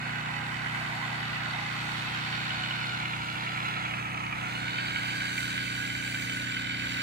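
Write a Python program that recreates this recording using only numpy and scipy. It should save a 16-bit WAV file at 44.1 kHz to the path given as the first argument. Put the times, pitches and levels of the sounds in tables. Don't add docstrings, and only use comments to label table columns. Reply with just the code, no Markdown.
import sys
import numpy as np
from scipy import signal
from scipy.io import wavfile
from scipy.ndimage import uniform_filter1d

SR = 44100
rng = np.random.default_rng(int(sys.argv[2]) if len(sys.argv) > 2 else 0)


def unload_wav(signal):
    wavfile.write(
        sys.argv[1],
        SR,
        np.round(np.clip(np.atleast_2d(signal).T, -1, 1) * 32767).astype(np.int16),
    )


N = 309582
T = np.arange(N) / SR

FIRING_HZ = 30.33
GEAR_TEETH = 38
BITE_S, BITE_TAKES_S = 2.43, 0.37
FREE_S, FREE_TAKES_S = 5.1, 0.28

# (time [s], gear mesh [Hz], drive [dB], fan [dB])
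SAW_RUN = [(0, 1461, -33.5, -64), (0.5, 1489, -33, -62.5), (1.2, 1489, -30, -61), (2.3, 1490, -27, -61),
           (2.9, 1457, -29, -59.5), (3.1, 1401, -30.5, -61), (3.7, 1382, -29.5, -60.5),
           (4.1, 1259, -32.5, -63), (4.3, 1227, -32.5, -63), (4.55, 1426, -31, -59),
           (4.8, 1512, -29.5, -58.5), (5.15, 1538, -30, -55), (5.4, 1530, -29.5, -52.5),
           (5.6, 1536, -29.5, -56), (5.9, 1536, -31, -52), (6.42, 1530, -31, -53.5),
           (6.65, 1522, -30, -56.5), (7.02, 1515, -29, -55)]


def gain_of(db):
    return 10 ** (np.asarray(db) / 20)


def unit_rms(x):
    return x / np.sqrt(np.mean(x ** 2) + 1e-20)


def spectrum_at(points, hz):
    f, value = np.transpose(points)
    return np.interp(np.log(hz + 1), np.log(f + 1), value)


def curves(rows, t):
    times, *columns = np.transpose(rows)
    return [np.interp(t, times, column) for column in columns]


def step(at, takes):
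    return .5 + .5 * np.tanh((T - at) / takes)


def wander(top_hz):
    t, rates = T[::64], np.geomspace(.3, top_hz, 24)
    sway = sum(np.sin(2 * np.pi * (hz * t + rng.random())) / np.sqrt(hz) for hz in rates)
    return np.interp(T, t, unit_rms(sway))


def noise(colour, patchy_db):
    hz, _, bins = signal.stft(rng.standard_normal((2, N)), SR, nperseg=1024, noverlap=768)
    patches = uniform_filter1d(rng.standard_normal(bins.shape[1:]), size=5, axis=0)
    patches = unit_rms(uniform_filter1d(patches, size=14, axis=1))
    bins *= gain_of(spectrum_at(colour, hz)[:, None] + patchy_db * patches)
    return unit_rms(signal.istft(bins, SR, nperseg=1024, noverlap=768)[1][:, :N])


def haze(turns, width_hz):
    r, t = np.exp(-8 * np.pi * width_hz / SR), T[::8]
    real, imag = rng.standard_normal((2, 2, len(t)))
    drift = signal.lfilter([1], [1, -2 * r, r * r], real + 1j * imag)
    return unit_rms(np.array([np.interp(T, t, d) * np.exp(2j * np.pi * turns) for d in drift]).real)


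def hazy_tone(turns, blur_hz):
    core = np.sqrt(2) * np.cos(2 * np.pi * (turns + rng.random() + np.array([[0], [1 / 4]])))
    return .5 * min(20 / blur_hz, 1) * core + .87 * haze(turns, blur_hz)


def generator():
    # (order [x firing rate], level [dB])
    harmonics = [(2, -60), (3, -64), (4, -48.5), (5, -41.5), (6, -42), (7, -57.5), (8, -48), (9, -52),
                 (10, -59), (11, -63.5), (12, -70.5)]
    # (strength [factor], delay [ms], its drift [ms/s], left lag [ms], its drift [ms/s])
    paths = [(1, 0, 0, .237, .036), (.456, 2.625, .062, -.749, .177), (.328, 8.682, .306, -.065, -.066),
             (-.322, 21.136, .01, .493, -.025), (-.251, 36.281, .219, -2.17, .331)]
    cycles = np.cumsum(FIRING_HZ * (1 + .0015 * wander(top_hz=3))) / SR
    uneven = uniform_filter1d(rng.standard_normal((len(harmonics), N // 64 + 1)), size=24, axis=1)
    t, out = T[::64], np.zeros((2, N))
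    arrivals = [(strength, ms + drift * t + np.array([lag + lag_drift * t, 0 * t]))
                for strength, ms, drift, lag, lag_drift in paths]
    for (k, db), wobble in zip(harmonics, unit_rms(uneven)):
        heard = sum(strength * np.exp(-2j * np.pi * k * FIRING_HZ * ms / 1000) for strength, ms in arrivals)
        heard *= gain_of(db + 0.6 * wobble[:len(t)])
        low, mid, high = min(k, 6), max(k - 6, 0), max(k - 8, 0)
        muffler = -1.2 * low * (2 * k - low) + .28 * mid * (mid - 1) - 1.13 * high * (high - 1)
        tone = np.sqrt(2) * np.exp(1j * (2 * np.pi * k * cycles + muffler))
        out += (np.array([np.interp(T, t, mic) for mic in heard]) * tone).real
    return out


def gear_whine(shaft, sag, bright_db, tone_db):
    # (order [x shaft rate], level [dB], share of the bright ring [factor], blur [Hz])
    tones = [(36.7, -46.5, 0.9, 11), (38.07, -45, 0, 15), (40.2, -53.5, 0, 13), (40.5, -44, 0, 23),
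             (76.4, -46.5, 0.2, 24), (114.1, -49.5, 0.7, 50)]
    return sum(gain_of(db + share * bright_db + (3 - share) * tone_db - 25 * sag * (k / GEAR_TEETH - 1))
               * hazy_tone(k * shaft, blur) for k, db, share, blur in tones)


def gear_whistle(shaft, fan_db):
    # (order [x shaft rate], level against the fan [dB], blur [Hz])
    whistles = [(187.6, -2, 70), (226, -18, 66)]
    return sum(gain_of(db + fan_db + 0.59 * wander(top_hz=24.3)) * hazy_tone(k * shaft, blur)
               for k, db, blur in whistles)


def gear_rasp(shaft, bright_db, tone_db):
    # (centre [x mesh rate], width [Hz], level [dB], share of the bright ring [factor])
    humps = [(1, 170, -41.5, 0.44), (1.501, 202, -48.5, 0.4), (2, 200, -53.5, 0.5), (2.5, 327, -48.5, 1),
             (2.9, 270, -52, 1.15)]
    return sum(gain_of(db + share * bright_db + (3.5 - share) * tone_db)
               * haze(k * GEAR_TEETH * shaft, width) for k, width, db, share in humps)


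def casing_noise(drive_db, sag):
    # (frequency [Hz], density [dB])
    colour = [(900, -36), (1250, -12), (1800, -4), (2300, -3), (2650, -5.5), (3300, -6), (4400, -12),
              (5100, -17), (7000, -31), (10500, -50), (12000, -88), (15500, -99)]
    return gain_of(drive_db - 10.5 - 15 * sag) * noise(colour, patchy_db=1.5)


def cutting_noise(free):
    # (frequency [Hz], density [dB])
    colour = [(500, -60), (650, -1.5), (760, 1.5), (1000, 2), (1200, -0.5), (1900, 0.5), (2600, -2),
              (3600, -52.5)]
    return gain_of(-39 - 6.5 * free + 1.1 * wander(top_hz=24.9)) * noise(colour, patchy_db=1.0)


def fan_hiss(fan_db, free):
    # (frequency [Hz], density [dB])
    colour = [(3000, -12), (5000, -4), (6300, 4), (8500, 1), (10000, -3.5), (11500, -10), (13800, -6),
              (15800, -10.5)]
    flutter_db = (0.86 + 1.04 * free) * wander(top_hz=22.0)
    return gain_of(fan_db + 5.0 + flutter_db) * noise(colour, patchy_db=2.0)


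def rattle(shaft, deep, free):
    # (frequency [Hz], width [Hz], shallow cut [dB], deep cut [dB], out of the wood [dB])
    modes = [(759, 30, -54.5, -53, -62.5), (820.5, 8.5, -50.5, -70, -83), (926, 39, -78, -50.5, -62),
             (948, 22, -53, -57, -70), (1040.4, 24, -50.5, -55.5, -69), (1197, 21, -52.5, -57, -60.5),
             (1317, 58, -49.5, -52.5, -61), (1975, 100, -43, -102, -65), (2042, 83, -56, -57, -44.5),
             (2127, 26, -49, -52.5, -51), (2286, 220, -69, -43.5, -42.5), (2610, 61, -50, -51, -48),
             (2897, 49, -56, -49, -50)]
    hits = np.flatnonzero(np.diff(np.floor(2 * shaft)))
    force, late = rng.random((len(hits), 2)).T
    blows = np.zeros(N + SR)
    blows[hits + (late * .001 * SR).astype(int)] = gain_of(4 * force + 8 * (np.arange(len(hits)) % 2))
    t = np.arange(600) / SR
    knocks = unit_rms(signal.oaconvolve(blows, t * np.exp(-t / .0013))[:N])
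    shaking = (.22 + knocks) * rng.standard_normal((2, N))
    out = np.zeros((2, N))
    for hz, width, shallow_db, deep_db, free_db in modes:
        r = np.exp(-np.pi * width / SR)
        resonator = [1, 0, -1, 1, -2 * r * np.cos(2 * np.pi * hz / SR), r * r]
        ring = unit_rms(signal.sosfilt([resonator, resonator], shaking))
        out += gain_of(shallow_db + (deep_db - shallow_db) * deep + (free_db - deep_db) * free) * ring
    return out


def chainsaw():
    mesh_hz, drive_db, fan_db = curves(SAW_RUN, T)
    sag = 1 - mesh_hz / mesh_hz.max()
    deep, free = step(BITE_S, BITE_TAKES_S), step(FREE_S, FREE_TAKES_S)
    bright_db = 2 * (drive_db + 31) - 22 * sag
    tone_db = -0.34 - 0.24 * (bright_db + 5.5) * (1 - deep)
    judder = (.0015 + .06 * sag) * wander(top_hz=40)
    shaft = np.cumsum(mesh_hz * (1 + judder)) / SR / GEAR_TEETH
    angle = 2 * np.pi * shaft
    throb_db = (1.2 + .6 * wander(top_hz=4)) * np.cos(angle) + 2.2 * np.cos(2 * angle - 1.5)
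    link_db = 0.39 * np.cos(angle / 3.7 + wander(top_hz=1.96))
    tones = gear_whine(shaft, sag, bright_db, tone_db) + gear_whistle(shaft, fan_db)
    tones *= gain_of(-30 * sag + .6 * throb_db + 3 * link_db)
    body = gear_rasp(shaft, bright_db, tone_db) + casing_noise(drive_db, sag)
    body *= gain_of(throb_db + link_db)
    cut = cutting_noise(free)
    fan = fan_hiss(fan_db, free) * gain_of(0.063 * throb_db)
    loose_parts = rattle(shaft, deep, free) * gain_of(0.23 * (drive_db - np.mean(drive_db)))
    return tones + body + cut + fan + loose_parts


def yard_wash():
    # (frequency [Hz], density [dB])
    colour = [(20, -30), (45, -29), (70, 3.5), (100, 5.5), (150, -0.5), (280, -6.5), (380, -4.5), (600, -5),
              (1500, -45.5)]
    return gain_of(-49.5) * noise(colour, patchy_db=.5)


def chain_slaps():
    # (time [s], level [dB], ring of the bar [Hz])
    slaps = [(0.541, -31, 1940), (0.6587, -26, 1900), (0.7462, -27.5, 2050), (1.2288, -27.5, 1900),
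             (1.3603, -30, 2634), (2.325, -32, 3030), (2.5047, -27, 2875), (2.636, -32, 2944),
             (2.7087, -28, 3000), (2.811, -31, 2305), (3.053, -34, 2800), (3.1328, -29, 2428),
             (3.2845, -36, 2360), (3.355, -31, 2310), (3.4704, -31, 2345), (3.6497, -28, 2230),
             (3.7626, -31, 2306), (3.8584, -32, 2380), (3.9367, -35, 2617), (4.051, -32, 2333),
             (4.1427, -32.5, 2542), (4.235, -33, 2450), (4.325, -27.5, 2420), (4.7833, -28.5, 2317),
             (4.905, -30, 2270), (4.9585, -26, 2252), (5.1036, -28, 2380), (5.2029, -30, 2256),
             (5.377, -28, 2344), (5.451, -40, 2389), (5.5776, -28.5, 2420), (5.6256, -62, 2252),
             (6.1437, -28.5, 2320), (6.2954, -29, 2216), (6.566, -27.5, 2087)]
    out, t = np.zeros((2, N + SR)), np.arange(2000) / SR
    wavers = unit_rms(uniform_filter1d(rng.standard_normal((len(slaps), 2, len(t))), size=80))
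    for (start_s, db, ring_hz), waver in zip(slaps, wavers):
        mesh_hz = curves(SAW_RUN, start_s)[0]
        pitch = np.array([ring_hz, mesh_hz, 2 * mesh_hz])[:, None, None] + 90 * waver
        bar, mesh, octave = np.sin(2 * np.pi * np.cumsum(pitch, axis=2) / SR)
        envelope = gain_of(db - 60 * t / .065) * (1 - np.exp(-t / .0005)) ** 2
        at = round(start_s * SR)
        out[:, at:at + len(t)] += envelope * (bar + 0.74 * mesh + (.15 if start_s < BITE_S else .75) * octave)
    return out[:, :N]


def microphone_pair(sound):
    # (time [s], left lag [ms], direct share [0-1], left over right [dB])
    bearing = [(0, 0.42, 0.58, -4), (1, 0.29, 0.23, -2.5), (2, 0.36, 0.28, -2.5), (3.5, 0.42, 0.92, -2.5),
               (5, 0.48, 0.85, -2.5), (7.02, 0.53, 0.84, -1.5)]
    # (frequency [Hz], coherence [0-1])
    likeness = [(60, .99), (250, .9), (800, .9), (2000, .8), (4000, .68), (8000, .35), (15000, .3)]
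    # (frequency [Hz], left over right [dB])
    shading = [(200, 1), (1000, 0), (2400, -1), (4400, 1), (8000, -4), (15000, -2)]
    hz, t, (direct, scattered) = signal.stft(sound, SR, nperseg=512, noverlap=384)
    lag_ms, direct_share, lean_db = curves(bearing, t)
    coherence = np.clip(spectrum_at(likeness, hz)[:, None] * direct_share, 0, 1)
    delayed = direct * np.exp(-2j * np.pi * hz[:, None] * lag_ms / 1000)
    left = coherence * delayed + np.sqrt(1 - coherence ** 2) * scattered
    lean = gain_of((lean_db + spectrum_at(shading, hz)[:, None]) / 2)
    return signal.istft(np.array([left * lean, direct / lean]), SR, nperseg=512, noverlap=384)[1][:, :N]


def scene():
    return generator() + microphone_pair(chainsaw() + chain_slaps() + yard_wash())


def record(dry):
    low_pass = signal.firwin(1023, 15790, window=("kaiser", 9), fs=SR)
    return signal.oaconvolve(dry, low_pass[None], "same")


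dry = scene()
out = record(dry)
unload_wav(out)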